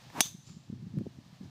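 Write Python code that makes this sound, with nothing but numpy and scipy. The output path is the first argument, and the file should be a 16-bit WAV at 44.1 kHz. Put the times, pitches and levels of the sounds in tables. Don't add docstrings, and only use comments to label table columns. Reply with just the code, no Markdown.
import sys
import numpy as np
from scipy import signal
from scipy.fft import rfft, irfft
from scipy.io import wavfile
from scipy.ndimage import uniform_filter1d

SR = 44100
rng = np.random.default_rng(int(sys.argv[2]) if len(sys.argv) > 2 else 0)


def to_wav(sig):
    pcm = np.clip(np.atleast_2d(sig), -1, 1) * 32767
    pcm = np.round(pcm).astype(np.int16)
    wavfile.write(sys.argv[1], SR, pcm.T)


N = 66150
T = np.arange(N) / SR
HIT_S = 0.2063


def amp(db):
    return 10 ** (np.asarray(db) / 20)


def unit(x):
    return x / np.sqrt(np.mean(x ** 2) + 1e-20)


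def noise(spectrum):
    points_hz, points_db = np.transpose(spectrum)
    hz = np.fft.rfftfreq(N, 1 / SR)
    colour_db = np.interp(np.log(hz + 1), np.log(points_hz), points_db)
    white = rfft(rng.standard_normal(N))
    return unit(irfft(white * amp(colour_db), N))


def level(curve):
    return amp(np.interp(T, *np.transpose(curve)))


def decay(start, t60, rise=0.00022, hold=0):
    t = T - start
    fall_db = -60 * np.maximum(t - hold, 0) / t60
    return np.clip(t / rise, 0, 1) * amp(fall_db)


SLAP_DB, SLAP_DELAY_S = 8.5, 0.00019
SLAP_HALF_S, SLAP_EDGE_S = 0.000093, 0.00004


def slap():
    t = T - HIT_S - SLAP_DELAY_S
    bell = np.exp(-(t / SLAP_HALF_S) ** 2)
    return -amp(SLAP_DB) * np.tanh(t / SLAP_EDGE_S) * bell


THUD_DB, THUD_HZ, THUD_S, THUD_DELAY_S = -18.5, 235, 0.0024, 0.0015


def thud():
    t = T - HIT_S - THUD_DELAY_S
    return amp(THUD_DB) * np.cos(2 * np.pi * THUD_HZ * t) * np.exp(-(t / THUD_S) ** 2)


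# frequency in Hz, relative level in dB per Hz.
CRACK_COLOUR = [(40, -25), (200, -8.5), (500, -13.5), (850, 1.5), (1250, -12), (2000, -19.5), (3000, -5.5),
                (5000, -19.5), (6200, -2), (7500, -9.5), (9000, -8.5), (10300, -2), (11700, -13.5),
                (13000, -6), (15500, -19)]
CRACK_DB, CRACK_T60_S, CRACK_HOLD_S = -7.5, 0.015, 0.0022


def crack():
    envelope = decay(HIT_S, CRACK_T60_S, rise=0.00038, hold=CRACK_HOLD_S)
    return amp(CRACK_DB) * noise(CRACK_COLOUR) * envelope


# frequency in Hz, relative level in dB per Hz.
SIZZLE_COLOUR = [(1500, -25), (3000, -5.5), (4600, -2.5), (6200, -3), (7600, -6.5), (10000, -2.5),
                 (12000, -12.5), (15500, -15.5)]
SIZZLE_DB, SIZZLE_T60_S = -15.5, 0.051


def sizzle():
    return amp(SIZZLE_DB) * noise(SIZZLE_COLOUR) * decay(HIT_S, SIZZLE_T60_S)


# frequency at the hit in Hz, level in dB, time to fall 60 dB in seconds.
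HEAD_MODES = [(793.4, -25, 0.02), (935, -18.5, 0.011), (3315, -25, 0.19), (3490, -29.5, 0.2),
              (4550, -28, 0.1), (5540, -23.5, .15), (5888, -7.5, .055), (6420, -20, 0.035),
              (6220, -12.5, .055), (6470, -21.5, 0.068), (6840, -32.5, .05), (7054, -27.5, .04),
              (8060, -18, .04), (9650, -24.5, 0.045), (10160, -22, .03), (10990, -18, 0.027)]
PING_RISE_S = 0.0028
DOPPLER_RISE, DOPPLER_S = 0.11, 0.055


def ping():
    age = np.maximum(T - HIT_S, 0)
    clock = age + DOPPLER_RISE * (age - DOPPLER_S * (1 - np.exp(-age / DOPPLER_S)))
    ring = np.zeros(N)
    for hz, db, t60 in HEAD_MODES:
        ring += amp(db) * decay(HIT_S, t60, PING_RISE_S) * np.sin(2 * np.pi * hz * clock)
    return ring


def strike():
    return slap() + thud() + crack() + sizzle() + ping()


# time in seconds, level in dB.
SWING_LEVEL = [(0, -65), (.09, -95), (.13, -59), (.165, -41), (.185, -39), (.199, -35.5), (.208, -40),
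               (.23, -57.5), (.3, -62.5), (.36, -83)]
# frequency in Hz, relative level in dB per Hz.
SWOOSH_COLOUR = [(60, -29), (160, -4.5), (300, 0.5), (550, -10.5), (880, 1), (1250, -10), (1800, -11),
                 (2700, -21), (4500, -27), (15000, -42)]
# frequency in Hz, relative level in dB per Hz.
HISS_COLOUR = [(1000, -15), (3000, 1), (6500, -1), (10000, -9.5), (15500, -8.5)]
HISS_DB, HISS_SLOPE_DB_PER_S = -46.5, 262


def swing():
    hiss_db = HISS_DB - HISS_SLOPE_DB_PER_S * abs(T - HIT_S)
    hiss = amp(hiss_db) * noise(HISS_COLOUR)
    swoosh = level(SWING_LEVEL) * noise(SWOOSH_COLOUR)
    return swoosh + hiss


# frequency in Hz, relative level in dB per Hz.
SCATTER_COLOUR = [(300, -28.5), (600, -21), (1300, -22), (2000, -17.5), (2900, -13), (3500, -5.5),
                  (4100, -10), (5300, -12), (5800, -11), (6250, 6), (6700, -7.5), (7400, -11.5),
                  (10000, -17.5), (15500, -18.5)]
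SCATTER_DB, SCATTER_RISE_S, SCATTER_HOLD_S, SCATTER_T60_S = -29.5, 0.02, 0.052, 0.2


def scatter():
    envelope = decay(HIT_S, SCATTER_T60_S, SCATTER_RISE_S, SCATTER_HOLD_S)
    return amp(SCATTER_DB) * noise(SCATTER_COLOUR) * envelope


# frequency in Hz, relative level in dB per Hz.
LINGER_COLOUR = [(1000, -23), (3000, -22), (3700, -8.5), (4400, -18), (5600, -17.5), (6200, -1.5),
                 (6800, -16.5), (8000, -20.5), (15000, -32)]
LINGER_DB, LINGER_T60_S = -37.5, 0.7


def linger():
    return amp(LINGER_DB) * noise(LINGER_COLOUR) * decay(HIT_S, LINGER_T60_S, SCATTER_RISE_S)


# frequency in Hz, relative level in dB per Hz.
TREES_COLOUR = [(400, -30), (800, -32), (1200, -2.5), (1450, -20), (2000, -12.5), (4200, -3), (5100, -1),
                (5900, -6.5), (6800, -4), (7050, 2.5), (7350, 1.5), (7700, -10), (8500, -19), (15000, -35)]
TREES_S, TREES_DB, TREES_RISE_S, TREES_T60_S = 0.478, -49, 0.0244, 0.58


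def trees():
    swell = np.exp(np.minimum(T - TREES_S, 0) / TREES_RISE_S)
    fall = decay(HIT_S, TREES_T60_S, hold=TREES_S - HIT_S)
    return amp(TREES_DB) * noise(TREES_COLOUR) * swell * fall


# centre in seconds, level in dB, half length in seconds.
REFLECTIONS = [(0.265, -43, .007), (0.491, -50.5, .005)]
# frequency in Hz, relative level in dB per Hz.
DULL_COLOUR = [(100, 7), (400, -1), (1000, 1), (2000, -9.5), (6000, -29), (15000, -34)]


def reflections():
    dull = np.zeros(N)
    for s, db, half in REFLECTIONS:
        dull += amp(db) * noise(DULL_COLOUR) * np.exp(-((T - s) / half) ** 2)
    return dull


# start in seconds, body level in dB, body's time to fall 60 dB in seconds,
# sharp edge level in dB.
TICKS = [(0.1014, -41.5, 0.019, -45), (0.497, -50, 0.027, -36.5), (.987, -38.5, 0.0037, -30.5)]
TICK_EDGE_S = 0.00028


def ticks():
    total = np.zeros(N)
    for s, db, t60, edge_db in TICKS:
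        body = amp(db) * noise(DULL_COLOUR) * decay(s, t60)
        edge = amp(edge_db) * (T >= s) * np.exp(-abs(T - s) / TICK_EDGE_S)
        total += body + edge
    return total


# centre in seconds, level in dB, frequency in Hz, time scale of the fall in seconds.
BUFFETS = [(.0709, -41, 126, 0.0028), (.258, -32, 160, 0.0058), (.3495, -27, 172, 0.0059),
           (.3888, -36, 148, 0.0082), (.4768, -33.5, 143, 0.0066), (.5058, -29.5, 149, 0.0053),
           (.5707, -28.5, 177, 0.0054), (.7019, -22, 186, 0.0036), (.7291, -22.5, 199.4, 0.0042),
           (.737, -24, 180, 0.0044), (.829, -26.5, 161, 0.0058), (.8425, -30, 167.6, 0.0078),
           (.8706, -28.5, 190, 0.0067), (.8802, -30, 149, 0.0052), (.942, -25.5, 195, 0.0045),
           (.9611, -27, 175, 0.013), (.9735, -23.5, 269, 0.0064), (0.9788, -14.5, 161, 0.0069),
           (.9924, -23, 200, 0.0031), (1.001, -28.5, 160, 0.0049), (1.0107, -21.5, 265, 0.00307),
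           (1.018, -21.5, 232, 0.0041), (1.039, -34.5, 171, 0.0036), (1.0595, -30, 250, 0.0012),
           (1.0677, -21, 317, 0.0016), (1.074, -25, 162, 0.0045), (1.1886, -28, 174.4, 0.002),
           (1.265, -40.5, 148, 0.0054), (1.3305, -41, 180, .006), (1.4124, -27, 193, 0.0032),
           (1.4337, -32.5, 170, 0.0066), (1.4479, -47, 170, 0.0079)]
BUFFET_ATTACK, BUFFET_EDGE = 0.88, 1.8
BUFFET_SKEW_DB = -18
MIC_LOW_HZ = 61


def buffets():
    eddies = np.zeros(N)
    for s, db, hz, fall_s in BUFFETS:
        t = T - s
        u = t / np.where(t < 0, fall_s * BUFFET_ATTACK, fall_s)
        bump = 1 / np.cosh(np.clip(BUFFET_EDGE * u, -20, 20))
        turn = 2 * np.pi * (hz * t + rng.random())
        overtone = amp(BUFFET_SKEW_DB) * bump * np.cos(2 * turn)
        eddies += amp(db) * bump * (np.cos(turn) + overtone)
    low_cut = signal.butter(2, MIC_LOW_HZ, "high", fs=SR, output="sos")
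    return signal.sosfiltfilt(low_cut, eddies)


# time in seconds, level in dB.
WIND_LEVEL = [(0, -58), (.13, -58), (.3, -45), (.42, -53.5), (.52, -44), (.65, -52.5), (.76, -40),
              (.9, -43), (1, -38), (1.13, -49.5), (1.2, -44.5), (1.24, -56), (1.3, -53.5), (1.39, -57.5),
              (1.44, -37.5), (1.5, -50)]
# frequency in Hz, relative level in dB per Hz.
RUMBLE_COLOUR = [(20, -38), (50, -20.5), (80, -10), (125, 3), (180, -4.5), (260, -10.5), (380, -21.5),
                 (520, -39), (700, -48), (2000, -73.5)]


def wind():
    return buffets() + level(WIND_LEVEL) * noise(RUMBLE_COLOUR)


# frequency in Hz, relative level in dB per Hz.
AIR_COLOUR = [(290, -29.5), (500, -2.5), (724, -0.5), (1230, -4.5), (1430, -8.5), (1750, -4.5), (2070, -8),
              (3940, -5.5), (6120, -10), (10700, -25), (15000, -24.5)]
AIR_DB, AIR_WAVER_DB = -59.5, 0.46


def air():
    waver = noise([(1, 0), (12, 0), (60, -60), (200, -120)])
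    return amp(AIR_DB + AIR_WAVER_DB * waver) * noise(AIR_COLOUR)


def scene():
    surroundings = scatter() + linger() + trees() + reflections()
    return (strike() + swing() + surroundings + ticks() + wind() + air())[None]


THRESHOLD_DB, DUCK_SHARE, RECOVER_DB_PER_S = -28.5, 0.45, 9.5
EDGE_HZ = 15500


def record(dry):
    power = abs(uniform_filter1d(dry[0] ** 2, size=220))
    power_db = 10 * np.log10(power + 1e-12)
    recovery = RECOVER_DB_PER_S * T
    held_db = np.maximum.accumulate(power_db + recovery) - recovery
    over_db = np.maximum(held_db - THRESHOLD_DB, 0)
    ducked = dry * amp(-DUCK_SHARE * over_db)
    low_pass = signal.firwin(255, EDGE_HZ, window=("kaiser", 8), fs=SR)
    return signal.oaconvolve(ducked, low_pass[None], "same")


dry = scene()
out = record(dry)
to_wav(out)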